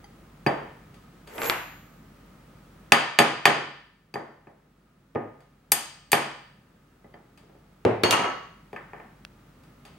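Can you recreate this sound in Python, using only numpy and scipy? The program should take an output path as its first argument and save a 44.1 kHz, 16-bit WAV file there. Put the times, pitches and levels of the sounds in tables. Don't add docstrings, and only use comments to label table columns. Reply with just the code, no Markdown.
import sys
import numpy as np
from scipy import signal
from scipy.fft import rfft, irfft, next_fast_len
from scipy.io import wavfile
from scipy.ndimage import uniform_filter1d

SR = 44100
rng = np.random.default_rng(int(sys.argv[2]) if len(sys.argv) > 2 else 0)


def persist_wave(psi):
    counts = np.round(np.clip(psi, -1, 1) * 32767).astype(np.int16)
    wavfile.write(sys.argv[1], SR, np.atleast_2d(counts).T)


N = 440118

# [t/s, level/dB, thud/dB, brightness/dB]
HAMMER_BLOWS = [(2.921, -3.5, -7.5, -2.5), (3.188, -5.5, -6, -0.5), (3.455, -4, -9, -5.5),
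                (4.140, -36, 8.5, 1.5), (5.719, -21.5, -5.5, 26.5), (5.733, -40.5, -3, 23),
                (6.118, -28, -11, 25.5), (6.130, -13, -1.5, -2.5)]
# [t/s, level/dB, thud/dB, brightness/dB]
SPOKE_KNOCKS = [(0.4635, -25, 7, -13.5), (0.471, -51, -3, -2), (3.200, -17.5, 8, -28.5),
                (3.477, -20.5, 12, -28), (4.156, -26.5, 5.5, -46), (4.470, -48, 11, -21),
                (5.156, -30.5, 14, -31.5), (7.044, -57.5, 12.5, -39), (7.141, -49, 6.5, -30),
                (8.730, -46, 12, -10), (8.762, -35, -14, -21.5)]
# [start t/s, length/s, middle level/dB, thud/dB]
SPOKE_RATTLES = [(7.433, 0.18, -68.5, 18.5), (8.928, .11, -46.5, 1.5)]
# [t/s, level/dB]
TOUCHES = [(0.943, -60), (1.274, -53), (5.405, -58), (7.375, -53.5), (9.635, -64), (9.852, -51),
           (9.884, -69)]
# [t/s, level/dB, strongest f/Hz, fall of other modes/(dB per octave)]
RIM_RINGS = [(0.464, -5, 1240, 41), (2.921, 0.5, 1790, 40), (3.188, 0.5, 1770, 40), (3.455, 1, 1770, 40),
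             (5.156, -2, 1144, 25), (6.130, 3, 1240, 40)]
# [t/s, level/dB, strongest f/Hz, fall of other modes/(dB per octave)]
SPOKE_CLINKS = [(0.042, -47.5, 1230, 1.5), (0.470, -24, 4400, 48), (4.140, -26, 4750, 27),
                (5.719, -18.5, 1900, 3.5), (7.044, -47, 1950, 23), (7.139, -37.5, 2370, 20)]
# [t/s, level/dB, thud/dB, brightness/dB]
BENCH_KNOCKS = [(5.150, -39.5, 19, -18), (7.851, -21.5, 12.5, -15.5), (8.036, -18, 5.6, -6.5)]
# [t/s, level/dB, thud/dB, brightness/dB]
HEAD_CATCHES = [(1.381, -33, -1.5, -21), (1.418, -27.5, -13, -19), (1.498, -22.5, -9, -7.5)]
# [t/s, level/dB, thud/dB, brightness/dB]
TOOL_CLANKS = [(8.035, -20.5, -10, 2), (8.109, -22.5, -7, 10), (8.126, -15, -3, -6), (8.192, -24.5, 3, -21),
               (8.241, -22, -1.5, -23.5)]
# [t/s, level/dB, strongest f/Hz, fall of other modes/(dB per octave)]
TOOL_RINGS = [(8.036, -2, 4450, 45)]
# [t/s, level/dB, brightness/dB]
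EDGE_SNAPS = [(1.498, -10.5, -16), (8.109, -9, 6), (9.250, -23, -9)]

# [f/Hz, level/dB, t60/s]
WHEEL_MODES = [(141.7, -20, .9), (234, -16.5, 0.37), (324.4, -15, 0.49), (419.4, -13.5, 0.21),
               (572, -16, 0.36), (713, -14.5, 0.42), (812, -12.5, 0.45), (923, -19.5, .54),
               (1120, -25.5, .58), (1230, -16.5, 0.95), (1634, -21.5, .45), (1715, -18.5, 0.2),
               (1785, -16.5, 1), (1858, -19.5, .55), (1997, -24.5, .5), (2310, -23.5, 0.98),
               (2523, -24, .45), (3000, -22, 0.87), (3174, -20, 0.9), (3440, -23, 0.33), (4750, -18, 0.25),
               (4520, -28.5, 0.23), (6610, -23, 0.35), (8300, -36, 1), (8360, -30, 0.18),
               (9460, -25.5, 0.078), (11420, -22.5, 0.057), (10817, -34.5, 0.42), (13600, -33.5, .33)]
# [f/Hz, level/dB, t60/s]
SPOKE_MODES = [(812, 3, .6), (2010, -4.5, .6), (3165, -7, .7), (4700, -2, 0.43), (6270, -8, 0.95),
               (11080, -9.5, .35)]
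# [f/Hz, level/dB, t60/s]
BENCH_MODES = [(109.7, -9, 1), (245.2, -13.5, 0.46), (281, -18.5, .6), (369, -6.5, 0.28), (440, -10, 0.475),
               (490, -9, 0.27), (620, -8.5, 0.27)]
# [f/Hz, level/dB, t60/s]
TOOL_MODES = [(410, -16, 0.81), (967, -10, 0.46), (1128, -7, 0.8), (1304, -8.5, 0.69), (2860, -7, 0.3),
              (3200, -13.5, 0.8), (4400, -22.5, 0.67), (4440, -23, 0.39), (4900, -27, .15),
              (6500, -17, 0.89), (8770, -20, 0.35), (11430, -21, 0.52), (13930, -64, 0.37)]
# [f/Hz, level/dB, t60/s]
HEAD_MODES = [(468, 2.5, 0.099), (2400, -17, 0.28), (4500, -17, 0.16), (6508, -22, 0.85), (6720, -8, 0.99),
              (7650, -7, 0.47), (10180, -11.5, 0.56), (11380, -15, .08), (12240, -1.5, 0.13),
              (11850, -40, .04), (12030, -16.5, 1.15), (12680, -12, 0.75), (14070, -23, 0.57)]

# [f/Hz, level/dB per Hz]
CRACK_SPECTRUM = [(40, -43.5), (100, -20), (170, -5.5), (450, -4.5), (1000, -3), (2100, -4), (2600, 6.5),
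                  (3100, -5.5), (5000, -12), (11000, -21), (14000, -27.5), (16000, -44)]
# [f/Hz, level/dB per Hz]
BODY_SPECTRUM = [(30, -57), (70, -24.5), (110, -7), (170, -4), (270, -0.5), (450, 2), (900, 3.5),
                 (1300, -2), (1800, -4), (2600, -5.5), (3600, -13), (6500, -23), (9000, -20), (13000, -43),
                 (16000, -58)]
# [f/Hz, level/dB per Hz]
GRIT_SPECTRUM = [(60, -36), (400, 19), (2200, 8), (4000, -7), (8000, -4), (12500, -16), (16000, -33)]
# [f/Hz, level/dB per Hz]
SNAP_SPECTRUM = [(200, -32), (900, -18), (1450, -2), (2000, -3), (3300, 0), (5000, -6), (7000, -13),
                 (12000, -16), (16000, -32)]
# [f/Hz, level/dB per Hz]
FLOOR_SPECTRUM = [(20, -31.5), (32, -23), (50, -6.5), (70, -6), (110, -3), (160, 0.5), (277, -6),
                  (380, -11), (1070, -18), (1260, -13.5), (1450, -18.5), (2610, -25), (5570, -32.5),
                  (14800, -38.5)]
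# [f/Hz, level/dB]
HUM_TONES = [(48.6, -61.5), (145.3, -68), (1254, -75), (15735, -79.5)]
# [f/Hz, t60/s]
ECHO_T60 = [(100, 0.51), (260, 0.44), (700, 0.53), (1840, 0.63), (4850, 0.67), (9000, 0.37), (14000, 0.09)]
# [f/Hz, left-right correlation]
LIKENESS = [(120, .999), (300, 0.94), (700, 0.26), (1500, 0.59), (4000, 0.12), (12000, .35)]

DRAG_START_S, DRAG_SWELL_S, DRAG_HOLD_S, DRAG_RELEASE_S = 1.27, 0.16, 0.076, .04
DRAG_SWELL_DB, SQUEAL_SWELL_DB = 18, 14


def amp(db):
    return 10 ** (np.asarray(db) / 20)


def evened(x):
    return x / np.sqrt(np.mean(x ** 2) + 1e-20)


def read(points, hz):
    f, value = np.transpose(points)
    return np.interp(np.log(hz + 1), np.log(f + 1), value)


def add(mix, s, sound):
    part = mix[:, round(s * SR):][:, :sound.shape[1]]
    part += sound[:, :part.shape[1]]


def noise(spectrum, size):
    hz = np.fft.rfftfreq(size, 1 / SR)
    mid, side = rfft(rng.standard_normal((2, size)))
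    same = np.clip(read(LIKENESS, hz), 0, 1)
    mid, side = mid * np.sqrt(1 + same), side * np.sqrt(1 - same)
    left_right = np.array([mid + side, mid - side])
    return evened(irfft(left_right * amp(read(spectrum, hz)), size))


def colour(x, spectrum, size=2048):
    log_gain = np.log(amp(read(spectrum, abs(np.fft.fftfreq(size, 1 / SR)))))
    taps = np.fft.ifft(np.exp(np.conj(signal.hilbert(log_gain)))).real
    return signal.fftconvolve(x, taps[None, :size // 2], axes=1)[:, :x.shape[1]]


def echo_tail(spectrum, size):
    hz, t, z = signal.stft(noise(spectrum, size), SR, nperseg=256)
    fading = z * amp(-60 * t / read(ECHO_T60, hz)[:, None])
    return signal.istft(fading, SR, nperseg=256)[1][:, :size]


def ring(modes, t, ping_db=6, ping_t60=0.1, sustain_db=-2):
    out = np.zeros((2, len(t)))
    for hz, db, t60 in modes:
        ear_phase = np.arccos(np.clip(read(LIKENESS, hz), 0, 1)) * np.array([[.5], [-.5]])
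        ear_phase = ear_phase * rng.choice([-1, 1])
        damped_t60 = min(t60, .7)
        envelope = amp(ping_db - 60 * t / ping_t60) + amp(sustain_db - 60 * t / damped_t60)
        out += amp(db) * envelope * np.sin(2 * np.pi * (hz * t + rng.random()) + ear_phase)
    return out


def mode_spectrum(modes, width_share):
    hz = np.geomspace(30, SR / 2, num=3000)
    power = 1e-16
    for mode_hz, db, _ in modes:
        width = width_share * (mode_hz + 500)
        power = power + amp(db) ** 2 / width / (1 + ((hz - mode_hz) / width) ** 2) ** 2
    return np.c_[hz, 10 * np.log10(power)]


def contacts(rows, crack_db, ring_db, edge_db, edge_share):
    return [(s, db, thud_db, edge_db + edge_share * bright_db, bright_db, crack_db, ring_db)
            for s, db, thud_db, bright_db in rows]


def knocks(rows, modes, crack_t60, early_db, early_t60, bloom_s, clang_db, width_share,
           treble_left_db, count=5, size=36864):
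    out, t = np.zeros((2, N)), np.arange(size) / SR
    bloom, fall = 1 - np.exp(-t / bloom_s), amp(-60 * t / crack_t60)
    peaks = mode_spectrum(modes, width_share)
    mode_rms = np.linalg.norm(amp([m[1] for m in modes]))
    ping = ring(modes, t) * (1 - np.exp(-t / .0006))
    variants = []
    for _ in range(count):
        crack = noise(CRACK_SPECTRUM, size)[0] * fall
        crack = crack * np.linalg.norm(fall) / np.linalg.norm(crack)
        reflections = noise(CRACK_SPECTRUM, size) * amp(early_db - 60 * t / early_t60)
        clang = amp(clang_db) * mode_rms * echo_tail(peaks, size) * bloom
        variants.append((crack + reflections, echo_tail(BODY_SPECTRUM, size) * bloom, ping + clang))
    for k, (s, db, thud_db, edge_db, sparkle_db, crack_db, ring_db) in enumerate(rows):
        crack, tail, modal = variants[k % count]
        hardness = [(480, thud_db), (1300, 0), (2000, 0.0051), (4200, edge_db), (12000, sparkle_db)]
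        blow = amp(crack_db) * crack + tail + amp(ring_db) * modal
        add(out, s, amp(db) * colour(blow, hardness))
    treble = signal.sosfilt(signal.butter(1, 4000, "high", fs=SR, output="sos"), out)
    out = out + treble * (amp([[treble_left_db / 2], [-treble_left_db / 2]]) - 1)
    low_cut = signal.butter(5, 85, "high", fs=SR, output="sos")
    return signal.sosfilt(low_cut, out)


def clinks(rows, modes, ping_db, ping_t60, sustain_db, size=32768):
    out, t = np.zeros((2, N)), np.arange(size) / SR
    onset = 1 - np.exp(-t / 0.00068)
    for s, db, centre_hz, falloff_db in rows:
        struck = [(hz, mode_db - falloff_db * abs(np.log2(hz / centre_hz)), t60)
                  for hz, mode_db, t60 in modes]
        add(out, s, amp(db) * ring(struck, t, ping_db, ping_t60, sustain_db) * onset)
    return out


def wheel():
    rows = (contacts(HAMMER_BLOWS, crack_db=12.0, ring_db=4, edge_db=-0.5, edge_share=.3)
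            + contacts(SPOKE_KNOCKS + rattles(), crack_db=10, ring_db=3.0, edge_db=0.5, edge_share=0.94)
            + contacts(touches(), crack_db=4, ring_db=-1, edge_db=2, edge_share=.6))
    struck = knocks(rows, WHEEL_MODES, crack_t60=0.023, early_db=-18.5, early_t60=0.082, bloom_s=0.0014,
                    clang_db=-6, width_share=0.016, treble_left_db=3.0)
    spoke = clinks(SPOKE_CLINKS, SPOKE_MODES, ping_db=5, ping_t60=0.035, sustain_db=-16)
    rim = clinks(RIM_RINGS, WHEEL_MODES, ping_db=-7, ping_t60=0.11, sustain_db=-15)
    return struck + spoke + rim


def rattles(bright_db=-25, spread_db=4.5, jitter_s=0.0038, count=3):
    return [(start + length * k / count + jitter_s * late, db + spread_db * hard, thud_db, bright_db)
            for start, length, db, thud_db in SPOKE_RATTLES
            for k, (late, hard) in enumerate(rng.standard_normal((count, 2)))]


def touches(thud_db=0, bright_db=7):
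    return [(s, db, thud_db, bright_db) for s, db in TOUCHES]


def bench():
    rows = (contacts(BENCH_KNOCKS, crack_db=13, ring_db=-3.0, edge_db=1, edge_share=0.7)
            + contacts(HEAD_CATCHES + chatter(), crack_db=13.5, ring_db=-7, edge_db=0.5, edge_share=0.58))
    return knocks(rows, BENCH_MODES, crack_t60=0.0081, early_db=-17.0, early_t60=0.04, bloom_s=0.0003,
                  clang_db=-6.5, width_share=0.015, treble_left_db=5.5, count=3)


def chatter(level_db=-41, spread_db=3, thud_db=-6, bright_db=0, count=6):
    return [(DRAG_START_S + DRAG_SWELL_S + DRAG_HOLD_S * (k + late) / count,
             level_db + spread_db * hard, thud_db, bright_db)
            for k, (late, hard) in enumerate(rng.uniform(-1, 1, (count, 2)))]


def tools():
    rows = contacts(TOOL_CLANKS, crack_db=6.5, ring_db=-5, edge_db=-0.5, edge_share=1.0)
    struck = knocks(rows, TOOL_MODES, crack_t60=0.0015, early_db=-4.5, early_t60=0.12, bloom_s=0.00082,
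                    clang_db=2.5, width_share=0.02, treble_left_db=2.5, count=3)
    return struck + clinks(TOOL_RINGS, TOOL_MODES, ping_db=2, ping_t60=0.34, sustain_db=-12)


def slide(push_db=-35, grit_db=-2, squeal_db=-1, echo_db=-3, size=65536):
    t = np.arange(size) / SR
    to_go = np.maximum(1 - t / DRAG_SWELL_S, 0)
    gone = np.maximum(t - DRAG_SWELL_S - DRAG_HOLD_S, 0)
    push = amp(push_db - DRAG_SWELL_DB * to_go - 60 * gone / DRAG_RELEASE_S)
    sound = amp(grit_db) * push * noise(GRIT_SPECTRUM, size)
    for hz, mode_db, t60 in HEAD_MODES:
        mode = np.sin(2 * np.pi * hz * t) * amp(-60 * t / t60)
        mode = mode[None] / np.linalg.norm(mode)
        rub = push * amp(-SQUEAL_SWELL_DB * to_go) * noise([(20, 0), (20000, 0)], size)
        sound += amp(squeal_db + mode_db) * signal.fftconvolve(rub, mode, axes=1)[:, :size]
    tail = echo_tail(BODY_SPECTRUM, size)
    tail = tail / np.linalg.norm(tail)
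    dry_rub = push * rng.standard_normal((1, size))
    sound += amp(echo_db) * signal.fftconvolve(dry_rub, tail, axes=1)[:, :size]
    out = np.zeros((2, N))
    add(out, DRAG_START_S, sound)
    return out


def snaps(size=4096):
    out, t = np.zeros((2, N)), np.arange(size) / SR
    snap_t60 = .008
    for s, db, bright_db in EDGE_SNAPS:
        burst = noise(SNAP_SPECTRUM, size) * amp(-60 * t / snap_t60)
        add(out, s, amp(db) * colour(burst, [(2000, 0), (12000, bright_db)]))
    return out


def workshop(floor_db=-52.5):
    t = np.arange(N) / SR
    hum = sum(np.sqrt(2) * amp(db) * np.sin(2 * np.pi * (hz * t + rng.random())) for hz, db in HUM_TONES)
    return amp(floor_db) * noise(FLOOR_SPECTRUM, next_fast_len(N, True))[:, :N] + hum


def scene():
    return wheel() + bench() + tools() + slide() + snaps() + workshop()


def record(dry, threshold_db=-5, recover_db=1.5, attack_s=0.0014):
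    power = uniform_filter1d((dry ** 2).mean(0), size=88)
    power_db = 10 * np.log10(abs(power) + 1e-12)
    recovery = np.arange(N) / SR * recover_db
    held_db = np.maximum.accumulate(power_db + recovery) - recovery
    over_db = np.maximum(held_db - threshold_db, 0)
    hold = np.exp(-1 / (attack_s * SR))
    ducked = dry / amp(signal.lfilter([1 - hold], [1, -hold], over_db))
    low_pass = signal.firwin(511, 16400, window=("kaiser", 9), fs=SR)
    return signal.oaconvolve(np.clip(ducked, -1, 1), low_pass[None], "same")


dry = scene()
out = record(dry)
persist_wave(out)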